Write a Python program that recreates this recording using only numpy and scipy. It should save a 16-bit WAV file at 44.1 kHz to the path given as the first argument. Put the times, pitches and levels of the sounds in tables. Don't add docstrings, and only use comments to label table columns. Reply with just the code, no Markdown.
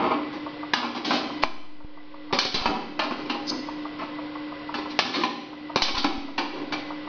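import sys
import numpy as np
from scipy import signal
from scipy.fft import rfft, irfft, next_fast_len
from scipy.io import wavfile
from scipy.ndimage import uniform_filter1d

SR = 44100
rng = np.random.default_rng(int(sys.argv[2]) if len(sys.argv) > 2 else 0)


def generate_wav(sig):
    pcm = np.round(np.clip(np.atleast_2d(sig).T, -1, 1) * 32767).astype(np.int16)
    wavfile.write(sys.argv[1], SR, pcm)


N = 312228
TIME = np.arange(N) / SR

# pitch_hz, rms_db, waver_db
HUM_TONES = [(299.8, -37, 3), (147.3, -58.5, -1), (557, -53, 4), (1965, -55, -0.5)]
# freq_hz, density_db
SHOP_SPECTRUM = [(30, -4.5), (90, -4.5), (150, -1.5), (220, -1.5), (310, 2.5), (390, 0.5), (460, 2),
                 (555, 7.5), (610, -10), (715, 2), (790, -5), (1030, 2.5), (1280, -7.5), (1450, -2.5),
                 (1720, -8.5), (2020, -6.5), (2450, -7), (3000, -6.5), (4800, -13.5), (5600, -22.5),
                 (6400, -67.5)]
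# freq_hz, t60_s
ROOM_DECAY = [(200, 0.95), (1000, 0.54), (3000, 0.78), (6000, 0.66)]
# start_s, end_s
TICK_SPANS = [(.4667, 2.55), (3.352, 4.95), (5.532, 5.95), (6.118, 6.53), (6.7405, 7.08)]
# delay_s, level_db
TICK_CONTACTS = [(-.004, -5), (0, -4), (.0035, -5.5), (.013, -11.5)]
# pitch_hz, level_db, t60_s
TICK_RESONANCES = [(690, -8, 0.051), (950, -3.5, 0.048), (1070, 2, 0.014), (1160, -7, 0.022)]
# start_s, level_db
SEATINGS = [(2.3272, -14), (2.452, -13), (5.7596, -10.5)]
# pitch_hz, level_db, t60_s
FIXTURE_RESONANCES = [(143, -14.5, 0.053), (244, -13, 0.1), (410, -6, 0.063), (527, -2.5, 0.053),
                      (710, 0, 0.014)]
# peak_s, swell_s, release_s, peak_rms_db
SQUEAL = (3.5, 0.014, 0.0077, -23.3)
# pitch_hz, width_hz, level_db
SQUEAL_BANDS = [(4000, 370, -5), (4600, 170, 5), (5000, 170, 3.5), (5800, 220, 0)]
# low_hz, high_hz, quick_t60_s, linger_db
CAN_REGISTERS = [(201, 396, 0.034, -4), (741, 1343, 0.06, -3.5), (1277, 2666, 0.11, -13.5),
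                 (2950, 6380, 0.1, -10)]
# pitch_hz, level_db, t60_s
CLEAR_MODES = [(240, -5.5, 0.15), (278, -5, 0.22), (305.6, -5, 0.07), (333, -11, 0.13), (383.5, -13, 0.41),
               (781, -4.5, 0.28), (831, -9.5, 0.21), (908, -15, 0.099), (1009.5, -5, 0.1),
               (1086, -11, 0.08), (1270, -19, 0.2), (1376, -14, 0.029), (1691, -13, 0.11),
               (2300, -12, 0.38), (2480, -18, 0.15), (2940, -14, 0.059), (3070, -19, 0.19),
               (4190, -26.5, 0.16), (4650, -14, 0.14)]
# freq_hz, density_db
SHEET_SPECTRUM = [(150, -14.5), (245, 4), (420, 0), (600, 12), (800, -2), (1050, 1.5), (1400, -3),
                  (1700, 0.5), (2000, -2), (3000, 7.5), (4500, 11.5), (5300, 4.5), (6100, -3.5),
                  (6700, -34.5)]
# freq_hz, gain_db
CAN_RESPONSE = [(280, 2.5), (970, 1.5), (2000, -0.5), (4300, 0.5)]
# time_s, pitch_ratio
GRIP_STRAIN = [(0, 1.015), (.9, 1.005), (1.44, 1.006), (2.66, 0.96), (3.0, 1.044), (3.5, 1.03),
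               (5.0, 1.015), (5.24, 1), (6.05, .99), (6.5, .97)]
# start_s, length_s, level_db, tilt_db_per_oct, favoured_hz, boom_db
CAN_SCRAPES = [(-.01, .16, -37, -8.5, 1200, -6), (.33, 0.04, -46.5, -5, 4200, -1.5),
               (0.756, 0.043, -30.5, -2.5, 4200, -3), (0.827, 0.046, -32, -4.5, 830, -2.5),
               (0.947, 0.035, -36.5, 0.5, 990, 4), (1.059, 0.12, -33.2, 1.7, 267, 2.5),
               (1.427, 0.0063, -33, 2, 2300, -7), (2.425, 0.024, -33, 3, 1600, -7),
               (2.56, 0.1, -35.5, 0, 1020, -13), (2.675, 0.049, -32.5, -7, 850, -1.5),
               (2.739, .04, -45.5, -8.5, 950, -1), (2.872, .03, -51, -4.5, 300, 2),
               (3.005, .04, -41.5, 1.5, 1700, -1.5), (3.17, .11, -50.5, -1, 300, 1.5),
               (3.315, 0.054, -48.5, -3, 1100, 3.5), (3.49, 0.06, -48, -7, 340, -1.5),
               (3.991, 0.055, -44, -4, 1150, -2.5), (4.77, 0.031, -41.5, -1, 800, -1),
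               (4.895, 0.032, -48.5, 0.5, 4200, 6.5), (5.009, 0.103, -32, 3, 800, 7.5),
               (5.137, 0.03, -26.5, 4.5, 1018, 6), (5.158, 0.064, -28.5, -0.5, 245, 1.5),
               (5.783, 0.016, -38, -2, 3010, 0), (5.852, 0.034, -37, 1, 2300, -9),
               (5.955, 0.025, -27.5, 2, 1000, -9), (6.053, 0.02, -30.5, -5.5, 1400, -7),
               (6.539, 0.092, -46, -5.5, 303, -1.5)]
# start_s, strength_db, tilt_db_per_oct, favoured_hz, favour_db, boom_db, crack_db, crack_s
CAN_BLOWS = [(0.7349, -23.5, 0.8, 1710, 16, -8.5, -5.5, .007), (1.047, -34, 0, 4600, -2, -3, -17, .004),
             (1.1062, -29, -1, 1000, 6, -3.5, -15, .003), (1.436, -20.5, -1, 1017, 10, -1, 13, .0004),
             (2.327, -26, 1, 790, 3, 5, -7.5, .0015), (2.343, -34, 1.5, 3000, -1, -10, -14, .003),
             (2.3878, -25, 5, 2940, 10.5, -8.5, 0, .003), (2.415, -33, 1, 3070, 2.5, -3, -12, .003),
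             (2.449, -30, 2, 4530, -4, -2, -6, .005), (2.543, -29.5, 4, 4600, 1, 9, -11, .003),
             (2.657, -23, -1.8, 950, 8, -4.5, -5.5, .008), (2.748, -40.5, -4.5, 1000, 6, -2.5, -23, .003),
             (2.9921, -28.3, -0.9, 1250, 3.5, -3.5, -5, .007), (3.036, -41, 0, 1010, 4.5, 4, -20, .003),
             (3.11, -41.5, -5.5, 1070, 4, 0, -15.5, .003), (3.297, -36.3, -0.5, 2200, 4, 0, -16, .008),
             (4.741, -39.5, -0.5, 1650, 14.5, -1, -21, .004), (4.9901, -25.5, 5, 930, -6, 5, 1.5, .0015),
             (4.9928, -23, 3.5, 1740, 19, -5, 2.5, .0005), (5.141, -31, -3, 1030, 16, -8, -22, .003),
             (5.2347, -23, -1, 1034, 15, -4, -10, .004), (5.247, -32, -8, 760, 20, -12, -22, .002),
             (5.7591, -26.5, 3, 767, -7.5, 7, -6, .001), (5.7612, -29, 0, 1010, -2, 0, 1.5, .001),
             (5.773, -34.5, 1, 4190, 2, 6, -20, .004), (5.8201, -26.5, 5.5, 4560, 2, -5, 4, .004),
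             (5.849, -31.5, 3, 2480, 19.5, -4, -12, .003), (5.882, -29.5, 0, 2480, 4, -2, -6, .005),
             (5.978, -30.5, 3.5, 4560, 1.5, 4.5, -12, .006), (6.043, -20, -1.5, 290, 13, -2.5, -9, .005),
             (6.379, -28, 0, 1380, -1, 0, -19, .004), (6.723, -36.5, 0, 2300, -14, -3.5, -21, .004)]
# start_s, end_s
OVERLOAD_SPANS = [(1.437, 1.848), (2.549, 2.617), (2.660, 2.695), (5.822, 5.947), (5.977, 6.181)]

TILT_PIVOT_HZ = 1460


def from_db(db):
    return 10 ** (np.asarray(db) / 20)


def unit_energy(x):
    return x / np.sqrt(np.sum(x ** 2) + 1e-20)


def at_hz(points, hz):
    points = np.array(points)
    return np.interp(np.log(np.maximum(hz, 1)), np.log(points[:, 0]), points[:, 1])


def near(hz, centre_hz, width_oct):
    return np.exp(-(np.log2(hz / centre_hz) / width_oct) ** 2)


def band(x, low_hz, high_hz, order=2):
    sos = signal.butter(order, [low_hz, high_hz], "band", fs=SR, output="sos")
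    return signal.sosfilt(sos, x + 1e-18)


def low_pass(x, hz):
    return signal.sosfilt(signal.ellip(10, .3, 80, hz, fs=SR, output="sos"), x)


def smooth(x, time_s):
    pole = np.exp(-1 / (time_s * SR))
    return signal.lfilter([1 - pole], [1, -pole], x)


def noise(spectrum, size):
    n = next_fast_len(size)
    gain = from_db(at_hz(spectrum, np.fft.rfftfreq(n, 1 / SR)))
    shaped = irfft(rfft(rng.standard_normal(n)) * gain, n)[:size]
    return shaped / shaped.std()


def drift(per_s):
    return np.interp(TIME * per_s, np.arange(1000), rng.standard_normal(1000))


def contacts(size, per_s):
    return (rng.random(size) < per_s / SR) * rng.standard_normal(size)


def fade(t, t60_s):
    return from_db(-60 * t / t60_s)


def ring(modes, t):
    return sum(from_db(db) * fade(t, t60_s) * np.sin(2 * np.pi * hz * t) for hz, db, t60_s in modes)


def varied(modes, spread_db, detune):
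    draws = rng.standard_normal((len(modes), 2))
    return [(hz * (1 + detune * a), db + spread_db * b, t60_s)
            for (hz, db, t60_s), (a, b) in zip(modes, draws)]


def add(track, start_s, sound):
    start = min(int(start_s * SR), N - 1)
    part = sound[max(-start, 0):N - start]
    track[max(start, 0):max(start, 0) + len(part)] += part


def machine(whirr_hz=(1975, 2045), whirr_db=-52, flutter_db=3, shop_db=-41.5):
    hum = np.zeros(N)
    for hz, rms_db, waver_db in HUM_TONES:
        amplitude = np.sqrt(2) * from_db(rms_db + waver_db * np.tanh(drift(13)))
        phase_wander = waver_db / 10 * drift(8.9)
        hum += amplitude * np.sin(2 * np.pi * hz * TIME + phase_wander)
    whirr = band(rng.standard_normal(N), *whirr_hz)
    whirr *= from_db(whirr_db + flutter_db * drift(25)) / whirr.std()
    shop = from_db(shop_db + 0.11 * drift(14)) * noise(SHOP_SPECTRUM, N)
    return hum + whirr + shop


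def workshop(x, build_s=0.0069, top_hz=8000):
    t, edges_hz = TIME[:SR], np.geomspace(100, top_hz, 7)
    tail = np.zeros(len(t))
    for low_hz, high_hz in zip(edges_hz, edges_hz[1:]):
        t60_s = at_hz(ROOM_DECAY, np.sqrt(low_hz * high_hz))
        tail += band(rng.standard_normal(len(t)), low_hz, high_hz) * fade(t, t60_s)
    response = unit_energy(tail * (1 - np.exp(-t / build_s))) * np.sqrt(2 * top_hz / SR)
    return signal.fftconvolve(x, response)[:N]


def ticks(period_s=.1676, level_db=-27, spread_db=.8):
    t, out = TIME[:SR // 20], np.zeros(N)
    for start_s, end_s in TICK_SPANS:
        for tick_s in np.arange(start_s, end_s, period_s):
            tick_db = level_db + spread_db * rng.standard_normal()
            for delay_s, touch_db in TICK_CONTACTS:
                touch_s = tick_s + delay_s * rng.uniform(0.47, 1.148)
                modes = varied(TICK_RESONANCES, spread_db=2, detune=0.017)
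                add(out, touch_s, from_db(tick_db + touch_db) * ring(modes, t))
    return band(out, 540, 1450, order=4)


def fixture():
    out = np.zeros(N)
    for start_s, level_db in SEATINGS:
        add(out, start_s, from_db(level_db) * ring(FIXTURE_RESONANCES, TIME[:SR // 8]))
    return band(out, 96, 2000)


def seam_squeal(slips_per_s=2500):
    peak_s, swell_s, release_s, peak_rms_db = SQUEAL
    slips = contacts(N, slips_per_s)
    squeal = sum(from_db(db) * unit_energy(band(slips, hz - width_hz / 2, hz + width_hz / 2, order=1))
                 for hz, width_hz, db in SQUEAL_BANDS)
    envelope = np.exp(-np.maximum((peak_s - TIME) / swell_s, (TIME - peak_s) / release_s))
    squeal = unit_energy(band(squeal, 3600, 5500) * envelope)
    return from_db(peak_rms_db) * squeal * np.sqrt((swell_s + release_s) / 2 * SR)


def register(low_hz, high_hz, quick_t60_s, linger_db, linger_t60_s=0.4):
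    t = TIME[:SR // 3]
    dense = band(noise(SHEET_SPECTRUM, N), low_hz, high_hz, order=3)
    decay = fade(t, quick_t60_s) + from_db(linger_db) * fade(t, linger_t60_s)
    return dense, decay, [mode for mode in CLEAR_MODES if low_hz < mode[0] < high_hz]


def register_levels(level_db, tilt_db_per_oct, favoured_hz, boom_db, lift_db=5.5, tilt_floor_hz=526):
    centres_hz = np.array([np.sqrt(low * high) for low, high, *_ in CAN_REGISTERS])
    tilt_db = tilt_db_per_oct * np.log2(np.maximum(centres_hz, tilt_floor_hz) / TILT_PIVOT_HZ)
    contact_db = lift_db * near(centres_hz, favoured_hz, width_oct=0.97)
    levels_db = level_db + tilt_db + contact_db + at_hz(CAN_RESPONSE, centres_hz)
    levels_db[0] += boom_db
    return levels_db


def dense_ring(dense, decay):
    start = rng.integers(0, N - len(decay))
    return unit_energy(dense[start:start + len(decay)] * decay)


def clear_ring(modes, start_s, favoured_hz, favour_db):
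    t, out = TIME[:SR // 3], np.zeros(SR // 3)
    bend = np.interp(start_s, *np.transpose(GRIP_STRAIN))
    for k, (hz, db, t60_s) in enumerate(varied(modes, spread_db=1, detune=.008)):
        gain = from_db(db + favour_db * near(hz, favoured_hz, width_oct=0.25))
        out += (-1) ** k * gain * unit_energy(ring([(hz * bend, 0, t60_s)], t))
    return out


def scrapes(registers, slips_per_s=1100, edge_s=.011, crunch_db=5, clear_db=-4.5):
    t, out = TIME[:SR // 4], np.zeros(N)
    for start_s, length_s, level_db, tilt_db_per_oct, favoured_hz, boom_db in CAN_SCRAPES:
        stroke = np.clip(np.minimum(t, length_s + edge_s - t) / edge_s, 0, 1)
        force = contacts(len(t), slips_per_s) * stroke
        force *= from_db(crunch_db * rng.uniform(-0.6, 1, len(t)))
        levels_db = register_levels(level_db, tilt_db_per_oct, favoured_hz, boom_db)
        for (dense, decay, modes), db in zip(registers, levels_db):
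            response = dense_ring(dense, decay)
            response += from_db(clear_db) * clear_ring(modes, start_s, favoured_hz, favour_db=5)
            sound = unit_energy(signal.fftconvolve(force, response)) * np.sqrt(length_s * SR)
            add(out, start_s - edge_s, from_db(db) * sound)
    return out


def cracks(snaps_per_s=2500, tilt_share=0.62):
    t, out = TIME[:SR // 40], np.zeros(N)
    pop, edge, rim, bite = (1000, -2, .0085), (2300, -4, .004), (4300, -10, .004), (5600, -15, .004)
    for start_s, _, tilt_db_per_oct, _, _, _, crack_db, crack_s in CAN_BLOWS:
        burst = contacts(len(t), snaps_per_s) * (t < crack_s)
        burst[0] += 1
        for hz, db, t60_s in (pop, edge, rim, bite):
            tilt_db = tilt_share * tilt_db_per_oct * np.log2(hz / TILT_PIVOT_HZ)
            mode = ring([(hz, crack_db + db + tilt_db, t60_s)], t)
            add(out, start_s, np.linalg.norm(mode) * unit_energy(np.convolve(burst, mode)))
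    return band(out, 570, 5300, order=3)


def blows(registers, chatter_per_s=2200, firm_chatter_s=.0025, firm_db=-20.5, halving_db=15.5,
          clear_db=-3):
    t, out = TIME[:SR // 8], np.zeros(N)
    attack_samples = int(.03 * SR)
    for start_s, strength_db, tilt_db_per_oct, favoured_hz, favour_db, boom_db, _, _ in CAN_BLOWS:
        chatter_s = firm_chatter_s * 2 ** ((firm_db - strength_db) / halving_db)
        force = unit_energy(contacts(len(t), chatter_per_s) * np.sqrt(t) * np.exp(-t / chatter_s))
        force[0] += 0.7
        levels_db = register_levels(strength_db, tilt_db_per_oct, favoured_hz, boom_db)
        for (dense, decay, modes), db in zip(registers, levels_db):
            clear = from_db(clear_db) * clear_ring(modes, start_s, favoured_hz, favour_db)
            chatter = signal.fftconvolve(force, dense_ring(dense, decay))[:len(clear)]
            sound = unit_energy(chatter) + clear
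            add(out, start_s, from_db(db) * sound / sound[:attack_samples].std())
    return out


def can():
    registers = [register(*row) for row in CAN_REGISTERS]
    return band(blows(registers) + scrapes(registers), 110, 6300)


def scene(can_db=0.5, tin_send_db=-6, impact_send_db=-14, tick_send_db=-6):
    tin = from_db(can_db) * can() + seam_squeal()
    impacts = cracks() + fixture()
    ticking = ticks()
    send = from_db(tin_send_db) * tin + from_db(impact_send_db) * impacts
    echoes = workshop(send + from_db(tick_send_db) * ticking)
    return (tin + impacts + ticking + echoes + machine())[None]


def gain_control(x, threshold_db=-16, attack_s=.0016, release_db_per_s=15):
    level_db = 10 * np.log10(np.maximum(uniform_filter1d(x ** 2, size=66), 1e-12))
    excess_db = np.maximum(level_db - threshold_db, 0)
    recovery_db = release_db_per_s * TIME
    cut_db = np.maximum.accumulate(excess_db + recovery_db, axis=-1) - recovery_db
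    return x * from_db(-smooth(cut_db, attack_s))


def offset_thumps(depth=0.039, leak_s=0.63, edge_s=0.0003):
    steps = sum(-depth * ((TIME > start_s) & (TIME < end_s)) for start_s, end_s in OVERLOAD_SPANS)
    leak = np.exp(-1 / (leak_s * SR))
    return smooth(signal.lfilter([1, -1], [1, -leak], steps), edge_s)


def record(dry, input_clip=.65, input_hz=6700, output_clip=.7, output_hz=16000):
    overloaded = np.clip(gain_control(dry), -input_clip, input_clip) + offset_thumps()
    narrow = low_pass(overloaded, input_hz)
    return low_pass(np.clip(narrow, -output_clip, output_clip), output_hz)


dry = scene()
out = record(dry)
generate_wav(out)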